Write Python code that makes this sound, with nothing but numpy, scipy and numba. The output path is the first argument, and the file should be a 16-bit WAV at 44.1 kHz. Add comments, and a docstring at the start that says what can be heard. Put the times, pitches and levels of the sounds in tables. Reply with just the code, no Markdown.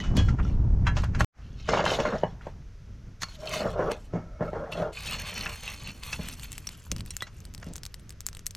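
"""Wind buffets the microphone as a long metal rake clanks in the mouth of a clay hearth, close by, outdoors.
The sound breaks off briefly; after that the fire rumbles low. The rake knocks and judders as it sticks
and slips on the clay, then drags out glowing coals that rustle and clink against the steel.
The heap trickles to rest, two hard cinders drop, and cooling embers snap a little to the left."""
import sys
import numpy as np
from scipy import signal
from scipy.fft import rfft, irfft, next_fast_len
from scipy.io import wavfile
from scipy.ndimage import uniform_filter1d, map_coordinates
from numba import njit

SR = 44100
rng = np.random.default_rng(int(sys.argv[2]) if len(sys.argv) > 2 else 0)


def unload_wav(signal):
    """Save mono or channel-first audio to the path in sys.argv[1] as 16-bit WAV at rate SR, clipped to [-1, 1]."""
    wavfile.write(
        sys.argv[1],
        SR,
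        np.round(np.clip(np.atleast_2d(signal).T, -1, 1) * 32767).astype(np.int16),
    )


N = 377496
TIME = np.arange(N) / SR


def undb(db):
    """Decibels to gain."""
    return 10 ** (np.asarray(db) / 20)


def rms(x):
    """Root mean square."""
    return np.sqrt(np.mean(x ** 2) + 1e-18)


def at_peak(x, db):
    """Scale a sound to a peak level."""
    return undb(db) * x / np.abs(x).max()


def add(out, s, x):
    """Mix a sound in at a time."""
    i = max(int(s * SR), 0)
    out[..., i:i + x.shape[-1]] += x[..., :N - i]


def band(x, lo_hz, hi_hz, order=2):
    """Causal band-pass."""
    sos = signal.butter(order, [lo_hz, min(hi_hz, SR / 2 - 1)], "band", fs=SR, output="sos")
    return signal.sosfilt(sos, x)


def through(x, response):
    """Convolution that keeps the length."""
    return signal.fftconvolve(x, response)[:len(x)]


def bin_gains(points, size):
    """Gain of an (f/Hz, level/dB) spectrum at each FFT bin."""
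    hz, db = np.transpose(points)
    bin_hz = np.arange(size // 2 + 1) * SR / size
    return undb(np.interp(np.log(bin_hz + 1), np.log(hz), db))


def colour(x, points, size=4096):
    """Minimum-phase filter with an (f/Hz, level/dB) spectrum."""
    cepstrum = irfft(np.log(bin_gains(points, size)))
    cepstrum[1:size // 2] *= 2
    cepstrum[size // 2 + 1:] = 0
    return through(x, irfft(np.exp(rfft(cepstrum))))


def noise(points):
    """Coloured noise of unit level."""
    x = colour(rng.standard_normal(N), points)
    return x / rms(x)


def fade(t60):
    """Half a second of exponential decay."""
    return np.exp(-np.log(1000) * TIME[:SR // 2] / max(t60, 1e-4))


def burst(t60):
    """Decaying noise of unit energy."""
    x = fade(t60) * rng.standard_normal(SR // 2)
    return x / np.linalg.norm(x)


def ring(modes):
    """Impulse response of (f/Hz, level/dB, t60/s) modes, unit energy."""
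    x = sum(undb(db) * fade(t60) * np.sin(2 * np.pi * hz * TIME[:SR // 2]) for hz, db, t60 in modes)
    return x / np.linalg.norm(x)


def steady(x):
    """Even out the slow power so that a level curve can play the sound."""
    power = uniform_filter1d(uniform_filter1d(x ** 2, size=2800), size=2800)
    return x / np.sqrt(np.abs(power) + 1e-3 * np.mean(x ** 2))


def grains(per_s, spread_db):
    """Random clicks of uneven size."""
    chance, size, sign = rng.random(N), rng.standard_normal(N), rng.choice([-1, 1], N)
    return steady((chance < per_s / SR) * sign * undb(spread_db * np.minimum(size, 2.5)))


def wander(per_s, count=1000):
    """Slow random curve with a spread near 1."""
    return 1.2 * np.interp(TIME * per_s, np.arange(count), rng.standard_normal(count))


def shifting(x, t60, per_s, count=4):
    """Short echoes that keep changing as things move."""
    return steady(sum(through(x * wander(per_s), burst(t60)) for _ in range(count)))


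def swell(points):
    """Gain of a (t/s, level/dB) curve that dies away quickly beyond its ends."""
    s, db = np.transpose(points)
    beyond_s = np.maximum(s[0] - TIME, 0) + np.maximum(TIME - s[-1], 0)
    return undb(np.interp(TIME, s, db) - np.minimum(400 * beyond_s, 200))


def movements(rows, attack_s, release_s):
    """Gains of a main sound and its companion over a table of movements; attack and release span 60 dB."""
    main_power, second_power = np.zeros((2, N))
    for start, length, first_db, last_db, relative_db in rows:
        before = np.maximum(start - TIME, 0) / attack_s
        after = np.maximum(TIME - start - length, 0) / release_s
        held_db = np.interp(TIME, [start, start + length], [first_db, last_db])
        gain = undb(held_db - 60 * np.minimum(before + after, 10))
        main_power += gain ** 2
        second_power += (gain * undb(relative_db)) ** 2
    return np.sqrt(main_power), np.sqrt(second_power)


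# side spectra before and after the stereo image widens: f/Hz, level/dB
NARROW_SIDE = [(500, -50), (2000, -41), (4000, -31), (6500, -22), (9500, -17), (11000, -13), (13000, -5)]
WIDE_SIDE = [(300, -32), (1000, -21), (2000, -15), (4000, -14), (6500, -12), (9500, -10), (13000, -3)]


def widen(x, lean, widening_s=(4.41, 4.95)):
    """The treble is out of step between left and right; the image is narrow at first, then widened."""
    treble = signal.sosfiltfilt(signal.butter(1, 7000, "high", fs=SR, output="sos"), x)
    width = np.interp(TIME, widening_s, [0, 1])
    size = next_fast_len(N)
    out_of_step = .85j * rfft(x, size) + .5 * rfft(through(x, burst(.008)), size)
    narrow = irfft(out_of_step * bin_gains(NARROW_SIDE, size), size)[:N]
    wide = irfft(out_of_step * bin_gains(WIDE_SIDE, size), size)[:N]
    side = (1 - width) * narrow + width * wide + lean * treble  # positive lean is to the left
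    return np.array([x + side, x - side])


# the gust on the microphone: t/s, rumble level/dB, buffeting level/dB
GUST_LEVELS = [(0.0, -37, -33), (.07, -27.5, -39.5), (0.11, -24, -29), (.18, -20, -23.5), (.24, -21, -36),
               (0.345, -21, -29), (.365, -29, -41), (0.40, -24, -34), (0.833, -21, -35.5),
               (1.084, -25, -41), (1.221, -21.5, -33.5), (1.242, -23, -34)]
# the fire's low draught after the gust: t/s, level/dB
DRAUGHT_LEVELS = [(1.4, -42.5), (1.78, -38.5), (3.45, -46.5), (3.81, -36.5), (3.97, -45.5), (4.45, -42.5),
                  (4.93, -46), (5.13, -40), (5.95, -47), (6.15, -39.5), (6.84, -50), (6.92, -34.5),
                  (7.2, -45.5), (8.56, -45.5)]
# spectra of the rumble, the buffeting and the open air around the hearth: f/Hz, level/dB
RUMBLE_SPECTRUM = [(10, -12.5), (28, -3.5), (55, -3.5), (100, -6.5), (160, -17), (260, -34), (600, -92)]
BUFFET_SPECTRUM = [(50, -14.5), (120, 4.5), (180, 4), (320, -6.5), (500, -17), (1000, -22.5), (2500, -44.5),
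                   (9000, -83)]
AIR_SPECTRUM = [(180, -13), (300, -16), (385, -0.5), (645, -7.5), (787, -18), (1340, -7.5), (4090, -18),
                (6000, -14.5), (8360, -31), (12700, -32), (16000, -72)]


def wind_and_draught(air_db=-63.5, buffet_db=-10, flutter_db=3.5, side_fade_s=(4.4, 5.4)):
    """Moving air rumbles and flutters over a faint outdoor hiss."""
    gust, draught = np.array(GUST_LEVELS), swell(DRAUGHT_LEVELS)
    buffet = colour(grains(per_s=830, spread_db=0), BUFFET_SPECTRUM)
    flutter = swell(gust[:, [0, 2]]) + draught * undb(buffet_db + flutter_db * wander(per_s=10))
    rumble = (swell(gust[:, :2]) + draught) * noise(RUMBLE_SPECTRUM)
    mid = rumble + flutter * buffet / rms(buffet) + undb(air_db) * noise(AIR_SPECTRUM)
    # a stereo effect fades in faint side noise midway
    side_noise = undb(-64) * noise(RUMBLE_SPECTRUM) + undb(air_db - 9) * noise(AIR_SPECTRUM)
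    side = np.interp(TIME, side_fade_s, [0, 1]) * side_noise
    return np.array([mid + side, mid - side])


@njit
def pings(starts, hz, t60, sizes):
    """A sum of damped sines."""
    out = np.zeros(N)
    for k in range(len(starts)):
        z = sizes[k] + 0j
        pole = np.exp((2j * np.pi * hz[k] - np.log(1000) / t60[k]) / SR)
        for i in range(starts[k], min(N, starts[k] + int(t60[k] * SR))):
            z *= pole
            out[i] += z.imag
    return out


def chips(per_s, spread_db, cycles, count=40000):
    """Chips of charcoal tick at random, each at its own pitch, ringing for roughly so many cycles."""
    when, pitch, sign = rng.random((3, count))
    size, length = rng.standard_normal((2, count))
    live = np.arange(count) < per_s * N / SR
    hz = 500 + 15500 * pitch ** 2
    t60 = np.clip(cycles * 2 ** length / hz, .001, .07)
    flatten = np.sqrt(pitch / t60)  # keeps the mean spectrum flat
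    sizes = np.sign(sign - .5) * undb(spread_db * np.minimum(size, 2.5)) * flatten
    return steady(pings((when * N).astype(np.int64)[live], hz[live], t60[live], sizes[live]))


# ringing of loose charcoal: f/Hz, level/dB, t60/s
CHARCOAL_MODES = [(2560, -2, .04), (2700, 0, .05), (3080, -5, .05), (3550, -4, .05), (4270, 0, .06),
                  (4380, -1, .05), (5530, -8, .04), (6430, -3, .05), (7060, -7, .04)]
# spectra of lumps and of fine ash, heard close: f/Hz, level/dB
CHARCOAL_SPECTRUM = [(200, -4), (450, -19.5), (950, -2.5), (2000, -2.5), (2700, 5), (4400, -2.5),
                     (6800, -8), (8300, -33), (10000, -25.5), (13000, -64)]
ASH_SPECTRUM = [(3000, -26), (6000, -3), (7600, 1), (9000, -.5), (10200, -2), (12300, -2), (14000, -12),
                (16000, -19)]


def coals(lumps, ash, per_s, spread_db, cycles, ring_share):
    """Lumps of charcoal rub and tick, their echoes shifting as the heap moves; fine ash fizzes along."""
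    ticks = chips(per_s, spread_db, cycles) + 0.065 * grains(per_s / 4, spread_db)
    ticks = ticks + 2 * shifting(ticks, t60=0.025, per_s=15)
    crunch = colour(ticks + ring_share * through(ticks, ring(CHARCOAL_MODES)), CHARCOAL_SPECTRUM)
    fizz = colour(ticks, ASH_SPECTRUM)
    return lumps * crunch / rms(crunch) + ash * fizz / rms(fizz)


SETTLE_FROM_S = 6.22


def settling(start_db=-55, fall_db_per_s=10, patchy_db=5, ash_db=-4):
    """Crumbs trickle down the raked heap, ever more quietly and in uneven spells."""
    since = TIME - SETTLE_FROM_S
    level_db = start_db - fall_db_per_s * since + patchy_db * wander(per_s=27)
    flow = np.clip(since / 0.069, 0, 1) * undb(level_db)
    return coals(flow, flow * undb(ash_db), per_s=1700, spread_db=6.5, cycles=4, ring_share=0.012)


# embers snapping just left of centre: t/s, peak level/dB, f/Hz, relative treble/dB
EMBER_SNAPS = [(.1691, -18.5, 3140, -2), (1.021, -42, 5200, 0), (1.042, -33.5, 4800, 3),
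               (1.854, -20.5, 6860, -14), (1.943, -31, 4200, -4), (1.964, -40, 5000, -6),
               (3.457, -36, 5360, 0), (3.494, -25.5, 6050, -1), (3.705, -32.5, 4420, -11),
               (3.918, -21.5, 5340, -6), (5.496, -32, 7750, -9), (6.035, -22, 4860, -8),
               (6.2866, -20.5, 3040, 0), (6.3965, -29, 4400, -7), (6.519, -25, 7600, 4),
               (6.529, -24.5, 7700, 10), (6.5805, -20.5, 2660, 2), (6.6707, -20, 5800, -4),
               (6.6906, -23.5, 4600, -5), (6.9164, -11, 6500, -4), (6.9639, -25.5, 5400, -7),
               (6.9828, -30, 5500, -3), (7.007, -23.5, 4430, -7), (7.0615, -29.5, 2500, 2),
               (7.1668, -17, 7160, 2), (7.4525, -30.5, 4600, 0), (7.539, -31.5, 7050, 1),
               (7.5485, -26.5, 5400, -3), (7.5791, -31.5, 4800, -3), (7.644, -37.5, 6000, 0),
               (7.736, -29, 7800, 4), (7.7573, -22, 6950, -6), (7.7638, -25, 6210, 8),
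               (7.781, -29, 7000, -5), (7.834, -21.5, 5500, -3), (7.8533, -23.5, 4450, 5),
               (7.8638, -23, 6350, -4), (7.9426, -24, 5350, -3), (8.094, -30, 7100, 0),
               (8.1057, -28, 5160, 5), (8.2063, -23.5, 6600, 3), (8.2657, -12.5, 7500, 6),
               (8.2868, -21, 7100, -2), (8.33, -30, 6000, -9), (8.3496, -29, 4400, -5),
               (8.3694, -28.5, 3150, 1), (8.393, -29, 6500, -5), (8.46, -29, 11500, -2),
               (8.4665, -11.5, 6740, 7.5), (8.5086, -27, 6400, 2), (8.5502, -21, 5000, -6)]
# spectrum of cracking charcoal: f/Hz, level/dB
SNAP_SPECTRUM = [(200, -21), (550, -9), (1100, -1.5), (3000, 1.5), (6500, 5), (8500, 10), (10200, 0.5),
                 (12000, 4.5), (14000, -7), (16000, -12)]


def snaps(faint_count=20, faint_db=-37, faint_range_db=9, faint_hz=5200):
    """A cooling ember cracks: a sharp pulse, a brief ring, a hollow note, a faint echo off the clay."""
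    out, scatter = np.zeros((2, N))
    times = rng.uniform(SETTLE_FROM_S, TIME[-1], faint_count)
    faint = [(s, faint_db - faint_range_db * softness, faint_hz * 2 ** (pitch - .5), 0)
             for s, (softness, pitch) in zip(times, rng.random((faint_count, 2)))]
    for s, db, hz, treble_db in list(EMBER_SNAPS) + faint:
        hollow, length = 2 ** rng.uniform(-0.54, 1, 2)
        notes = .9 * ring([(hz, 0, .0025)]) + .25 * ring([(2100 * hollow, 0, .005)])
        snap = notes + .85 * burst(.007 * length) + .45 * burst(.045)
        snap[0] += 1  # the pulse
        snap = colour(colour(snap, SNAP_SPECTRUM), [(3000, 0), (11000, treble_db)])
        snap = at_peak(snap, db)
        add(out, s, snap)
        add(scatter, s, 0.7 * colour(through(snap, burst(.002)), WIDE_SIDE))
    return widen(out, lean=0.5) + np.array([scatter, -scatter])


# hard cinders that drop: t/s, peak level/dB, relative click gain, modes (f/Hz, level/dB, t60/s)
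CINDER_DROPS = [(7.106, -24.5, 0.55, [(2020, -10, 0.052), (3220, -8, 0.045), (4060, -8, 0.044),
                (5650, -3, .04), (6930, -9, .03), (8320, -0.5, 0.025), (9400, 1.5, .016)]),
                (7.2223, -19, 0.32, [(1975, 5, 0.065), (2330, 0, 0.046), (3260, -1, 0.041),
                (3760, 1, 0.046), (4080, -2, 0.078), (5100, -21, 0.033), (5900, -12, 0.082),
                (7950, -7, 0.033)])]


def cinders():
    """A hard cinder lands with a click, rattles as it rings and sheds some grit."""
    out = np.zeros(N)
    for s, db, click, modes in CINDER_DROPS:
        tone = ring(modes)
        rattle = through(tone, burst(0.017))
        grit = band(burst(0.01) + .7 * burst(.06), 790, 10000)
        add(out, s, at_peak(.7 * tone + .6 * rattle / np.linalg.norm(rattle) + click * grit, db))
    return out


# metal and hard coals touching: t/s, peak level/dB, f/Hz, t60/s
CONTACTS = [(0.002, -36.5, 2965, 0.42), (0.002, -28, 1960, 0.058), (0.172, -30, 3300, 0.27),
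            (0.189, -27, 3295, 0.088), (0.172, -35, 2980, 0.32), (.172, -41, 2500, 0.24),
            (.172, -39, 4230, 0.23), (0.19, -36, 1650, 0.28), (0.288, -30.5, 1370, 0.11),
            (0.39, -34, 1384, 0.078), (.399, -27, 1227, 0.041), (0.451, -37, 1350, .1),
            (1.692, -29, 2085, .2), (1.735, -29, 2240, .15), (1.775, -30, 2790, .15),
            (1.795, -30, 2130, .15), (1.862, -29, 2085, .2), (2.055, -31, 2100, .15),
            (2.236, -35, 2950, .1), (2.183, -43, 5400, .04), (3.234, -25.5, 4360, 0.072),
            (3.286, -39.5, 4290, 0.12), (3.473, -28, 4330, 0.033), (3.475, -30.5, 2680, 0.054),
            (3.605, -31, 4350, 0.046), (4.724, -27.5, 2696, 0.1), (4.725, -61, 9200, 0.35),
            (4.972, -27.5, 2480, 0.079), (5.087, -28.5, 2590, 0.18), (5.121, -33, 3470, 0.13),
            (5.41, -22.5, 4350, 0.026), (5.466, -22, 2670, 0.036), (5.678, -23.5, 2680, 0.055),
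            (5.873, -27.5, 2720, 0.023), (5.896, -31, 2720, 0.023), (6.13, -21, 2640, 0.062),
            (6.673, -20.5, 5650, 0.022), (7.207, -27, 3400, 0.034)]


def clinks():
    """A contact chimes with a close pair of modes and a weak overtone."""
    out = np.zeros(N)
    for s, db, hz, t60 in CONTACTS:
        chime = ring([(hz, 0, t60), (hz * 1.03, -6, t60 / 2), (hz * 1.4, -15, t60 / 2)])
        add(out, s, at_peak(chime, db))
    return out


DUG_IN_S = 4.95  # from here the blade is dug into the heap
# shoves through the coals: t/s, length/s, start level/dB, end level/dB, relative ash level/dB
COAL_SHOVES = [(0.0, 0.05, -43, -51, -29), (.17, 0.13, -47, -63, -13), (.43, 0.11, -54, -59.5, -20),
               (.965, 0.077, -44, -59, -16), (1.2, 0.02, -33.5, -45, -8), (1.42, 0.3, -72, -47, -27),
               (1.69, .12, -33.5, -38, -35), (1.855, 0.1, -37, -33, -20.5), (1.995, 0.33, -40, -63, -23),
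               (2.42, 0.07, -65, -61.5, -15), (3.222, 0.028, -40, -59, -4), (3.29, 0.066, -58, -55, -12),
               (3.39, .15, -55, -37, -14), (3.54, 0.094, -35, -47, -12.5), (3.62, 0.096, -59, -47, -14.5),
               (3.78, 0.13, -59.5, -55, -14), (3.917, 0.0093, -34, -47, -13),
               (3.96, 0.095, -64, -66.5, -5.5), (4.43, .28, -64, -71, -10.5), (4.722, 0.006, -38, -42, -16),
               (4.77, 0.091, -49, -59.5, -12.5), (4.93, 0.036, -51, -50, -7.5),
               (4.975, 0.16, -48, -39, -13.5), (5.14, 0.32, -43.5, -41, -16),
               (5.49, 0.071, -45.5, -47.5, -12), (5.63, 0.11, -44.5, -44.5, -16.5),
               (5.8, 0.091, -52, -45.5, -22), (6.03, 0.13, -47, -48, -4.5),
               (6.21, 0.092, -46.5, -47.5, -14), (5.55, 1.2, -56, -61.5, -5)]
# the steel blade ringing in gritty coals: f/Hz, level/dB, t60/s
BLADE_IN_GRIT_MODES = [(2490, -5, .05), (2685, 0, .07), (3080, -9, .05), (3555, -6, .08), (4275, 1, .09),
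                       (4365, -1, .07), (5535, -7, .06), (6430, -7, .12), (7060, -10, .05),
                       (7860, -11, .05)]
# dull crunch of the heap under the blade: f/Hz, level/dB
HEAP_SPECTRUM = [(120, -25), (200, 8.5), (310, -24), (450, 0.5), (620, -3), (1000, -1.5), (1900, -5),
                 (2500, 4.5), (4000, -30)]


def dragging(skim_db=-4, dug_db=3, fall_db_per_s=3.5, heap_db=-4.5, cracks_db=-10):
    """Each shove grinds the coals along and rings the blade; once it is dug in, the heap crunches too."""
    lumps, ash = movements(COAL_SHOVES, attack_s=0.028, release_s=0.16)
    dug_in = TIME > DUG_IN_S
    grind = coals(lumps, ash, per_s=4200, spread_db=4.5, cycles=13, ring_share=0.0094)
    steel = steady(through(grains(per_s=700, spread_db=11.5), ring(BLADE_IN_GRIT_MODES)))
    # the ringing eases as the blade is drawn out of the heap
    blade_db = np.where(dug_in, dug_db - fall_db_per_s * (TIME - DUG_IN_S), skim_db)
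    blade = steel * np.sqrt(lumps * ash) * undb(blade_db + 3 * wander(per_s=35))
    heap = steady(colour(grains(per_s=2500, spread_db=8.5), HEAP_SPECTRUM))
    catching = undb(1.2 * wander(per_s=45))
    cracks = colour(through(grains(per_s=70, spread_db=3), burst(.003)), SNAP_SPECTRUM)
    crunch = undb(heap_db) * heap + undb(cracks_db) * cracks / rms(cracks)
    return catching * (grind + blade + lumps * dug_in * crunch)


# the steel blade struck edge-on: f/Hz, level/dB, t60/s
BLADE_EDGE_MODES = [(969, -4, .16), (1351, -4, .22), (1550, 1, .14), (1680, -1, .22), (1880, -12, .15),
                    (2396, -7, .1), (2670, -2, .1), (3240, -6, .12), (4027, -8, .12), (4750, -14, .13),
                    (5335, -14, .14), (6180, -13, .14)]
# its clanks against the hearth: t/s, peak level/dB, ring time as a share of the free blade's
EDGE_STRIKES = [(0.868, -19.5, 0.95), (0.97, -34, 0.37), (1.04, -39, .4), (1.15, -26.5, 0.26),
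                (1.208, -22.5, 0.34)]


def clanks(contacts=4, rebound_s=.0045, rebound_db=-6.5):
    """The blade lands edge-on and rebounds; each weaker contact rings it differently and crushes grit."""
    out = np.zeros(N)
    for s, db, free in EDGE_STRIKES:
        chatter = np.zeros(N)
        for k, (late, *detune) in enumerate(rng.standard_normal((contacts, len(BLADE_EDGE_MODES) + 1))):
            steel = ring([(hz * (1 + .004 * offset), level, t60 * free)
                          for (hz, level, t60), offset in zip(BLADE_EDGE_MODES, detune)])
            contact = steel + .3 * burst(.09 * free)
            add(chatter, k * rebound_s * (1 + .15 * late), undb(k * rebound_db / free) * contact)
        add(out, s, at_peak(band(chatter[:SR // 2], 700, 4600), db))
    return out


def drifting(x, share=.07, per_s=22):
    """All the resonances slide up and down together as the blade changes its angle and grip."""
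    ahead = np.cumsum(share * wander(per_s))
    return map_coordinates(x, [np.arange(N) + ahead], order=3, mode="mirror")


# strokes over the clay: t/s, length/s, start level/dB, end level/dB, relative judder level/dB
CLAY_STROKES = [(1.692, 0.11, -27.5, -27, -10.5), (1.865, 0.11, -26.5, -34.5, -9.5),
                (2.0, .015, -23, -28.5, -12.5), (2.055, 0.037, -26, -31, -6.5),
                (2.13, 0.038, -30, -35.5, -4.5), (3.42, 0.16, -45, -36.5, -9.5),
                (3.6, 0.072, -32, -27.5, -10), (3.73, 0.063, -35.5, -28.5, -21),
                (3.8, 0.11, -30, -29.5, -29), (4.42, 0.039, -35.5, -37.5, -9),
                (4.55, 0.19, -32.5, -42, -13), (4.75, 0.07, -36, -26.5, -11), (4.82, 0.057, -31, -32, -19),
                (5.06, 0.45, -61, -47.5, 0.5), (5.67, 0.29, -71, -67, 1)]
# the hollow hearth, heard at its mouth: f/Hz, level/dB
CLAY_SPECTRUM = [(60, -15), (160, -9.5), (280, -11.5), (410, -3.5), (580, -0.5), (770, -5.5), (1000, -9.5),
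                 (1600, -11.5), (2050, -25), (3000, -42), (6000, -41.5), (12000, -79)]
# under light pressure the blade sings, and the rake hums between its knocks: t/s, level/dB
SINGING_LEVELS = [(3.37, -60), (3.41, -46), (3.465, -36.5), (3.51, -47), (3.56, -39), (3.61, -54)]
HUM_LEVELS = [(4.16, -43), (4.27, -59), (4.39, -52.5), (4.49, -38)]
# hum of the sliding rake: f/Hz, level/dB, t60/s
HUM_MODES = [(607, 4, 0.04), (1293, -12, 0.13), (1334, -3.5, 0.065), (2180, -19, 0.16)]


def scraping(rake, singing_hz=628, waver=.04):
    """The blade sticks and slips on the clay; every slip rings the rake and the hollow hearth."""
    force, bass = movements(CLAY_STROKES, attack_s=0.039, release_s=0.19)
    slips = grains(per_s=1200, spread_db=3.5) + .5 * grains(per_s=170, spread_db=2)
    grit = .45 * slips + .65 * shifting(slips, t60=.06, per_s=12)
    hearth = drifting(colour(grit, CLAY_SPECTRUM))
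    rasp = steady(hearth + .3 * colour(through(slips, rake), CLAY_SPECTRUM))
    judder = steady(band(grit, 134, 240))
    pitch = singing_hz * (1 + waver * wander(per_s=140))
    song = np.sin(2 * np.pi * np.cumsum(pitch) / SR) * undb(3.5 * wander(per_s=110))
    hum = steady(through(slips, ring(HUM_MODES)))
    catching = undb(1.3 * wander(per_s=60))
    strokes = catching * (force * rasp + bass * judder)
    return strokes + swell(SINGING_LEVELS) * song + swell(HUM_LEVELS) * hum


# the rake landing on the clay: t/s, knock peak level/dB, knock f/Hz, relative crack level/dB, t60/s
RAKE_BLOWS = [(.039, -31.5, 1300, -6.5, 0.36), (0.168, -26, 1800, 3, 0.16), (.176, -31.5, 348, -32, 0.16),
              (0.194, -30, 1140, -6, 0.14), (.285, -28, 1380, -7, 0.12), (0.387, -31, 1330, -19, 0.13),
              (0.401, -30, 1220, -31, 0.048), (0.869, -20, 1470, -14, 0.12), (0.968, -23.5, 960, -6, 0.14),
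              (1.036, -24.5, 1080, -12.5, 0.11), (1.148, -27, 1430, -11, 0.14),
              (1.2064, -9, 1110, -15, 0.031), (1.213, -20.5, 1300, -16.5, 0.028),
              (1.689, -14, 1100, -9.5, 0.096), (1.719, -32, 440, -21, 0.068), (1.734, -11, 870, -24, 0.28),
              (1.772, -14, 940, -21, 0.094), (1.793, -13.5, 900, -33, 0.34),
              (1.841, -15.5, 616, -20, 0.066), (1.862, -12.5, 1010, -19, 0.27),
              (1.917, -13, 530, -18, 0.13), (1.988, -17, 590, -32, 0.058), (2.001, -15.5, 596, -12.5, 0.1),
              (2.053, -15, 1050, -24, 0.26), (2.124, -22.5, 1040, -29, 0.11), (2.153, -31, 920, -21, 0.083),
              (2.234, -8.5, 542, -41, 0.15), (2.411, -37.5, 1430, -18, 0.39),
              (2.468, -24.5, 553, -36, 0.11), (3.22, -25.5, 1760, 3.5, 0.058),
              (3.232, -21.5, 1730, 0, 0.03), (3.285, -42, 1000, -16, .04), (3.606, -24, 537, -30, 0.21),
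              (3.653, -21, 467, -27, 0.27), (3.792, -15, 636, -47, 0.26), (3.899, -21, 620, -33, 0.15),
              (4.136, -23.5, 428, -25.5, 0.44), (4.153, -23.5, 435, -34, 0.18),
              (4.407, -17.5, 445, -51, 0.21), (4.424, -18.5, 550, -33, 0.082), (4.531, -20, 620, -48, 0.22),
              (5.46, -23, 1740, -15, 0.23), (6.129, -24.5, 1690, 3, 0.064), (6.192, -27.5, 429, -30, 0.055),
              (6.92, -42.5, 353.5, 7, 0.036), (7.222, -23.5, 1260, -9, 0.0088),
              (7.269, -38, 1510, -2.5, 0.078), (7.628, -34, 1220, -7.5, 0.027),
              (7.665, -37, 397, -10, 0.33), (7.706, -47.5, 348, -18, 0.2)]


def blows(rake, floor_hz=180.4, soft_hz=333.5, graze_samples=882):
    """The rake grazes loose crumbs, then lands: a solid knock, a short crush, a ring and a brief echo."""
    out, lead_in = np.zeros(N), np.zeros(graze_samples)
    for s, db, hz, crack_db, t60 in RAKE_BLOWS:
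        graze = 0.01 * fade(0.062)[:graze_samples][::-1] * rng.standard_normal(graze_samples)
        crush = 0.077 * burst(0.016) + 0.6 * burst(t60) + 0.094 * burst(0.7) + 0.14 * rake
        hit = np.r_[graze, crush]
        solid = np.r_[lead_in, ring([(hz, 0, .016)])]
        floor = np.r_[lead_in, ring([(floor_hz, 0, .06)])]  # the hearth floor's lowest ring
        knock = band(hit + 0.12 * solid, hz / 2.1, hz * 1.625, order=3)
        knock += 0.22 * band(hit, 930, 1820, order=4)
        thud = band(hit + 0.059 * floor, floor_hz / 1.83, floor_hz * 1.67)
        # the softer the contact, the lower the knock and the heavier its thud
        thud_db = max(19.5 - 38 * np.log2(hz / soft_hz), -12)
        crack = band(hit, 2000, 6800, order=5)
        blow = knock / rms(knock) + undb(thud_db) * thud / rms(thud) + undb(crack_db) * crack / rms(crack)
        add(out, s - graze_samples / SR, undb(db) * blow * rms(knock) / np.abs(knock).max())
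    return out


# ringing of the long rake on the hearth floor: f/Hz, level/dB, t60/s
LONG_RAKE_MODES = [(168.4, -2.5, 0.33), (400, -10.5, 0.24), (462, 0.5, 0.079), (555, 1.5, 0.036),
                   (610, 4, 0.12), (660, -6, 0.099), (806, -3, 0.11), (990, -12, 0.083), (1082, -6.5, 0.29),
                   (1303, -5, 0.2), (1400, 2.5, 0.1), (1650, -8, 0.057), (2250, -12.5, 0.3),
                   (2290, -16, 0.39), (2800, 7, 0.17), (3350, 13, 0.062)]


def scene():
    """Rake, coals and fire close and straight ahead of the microphone; the embers a little to the left."""
    rake = ring(LONG_RAKE_MODES)
    work = scraping(rake) + blows(rake) + clanks() + clinks() + cinders() + dragging() + settling()
    return widen(work, lean=.02) + snaps() + wind_and_draught()


def record(dry):
    """The sound breaks off for a moment and fades back in; the highest treble is cut."""
    stop_s, resume_s, full_s, top_hz = 1.246, 1.32, 1.39, 16600
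    fade_in = np.clip((TIME - resume_s) / (full_s - resume_s), 0, 1) ** 2
    gate = np.where(TIME < stop_s, 1, fade_in)
    return signal.sosfilt(signal.ellip(10, .2, 80, top_hz, fs=SR, output="sos"), dry * gate)


dry = scene()
out = record(dry)
unload_wav(out)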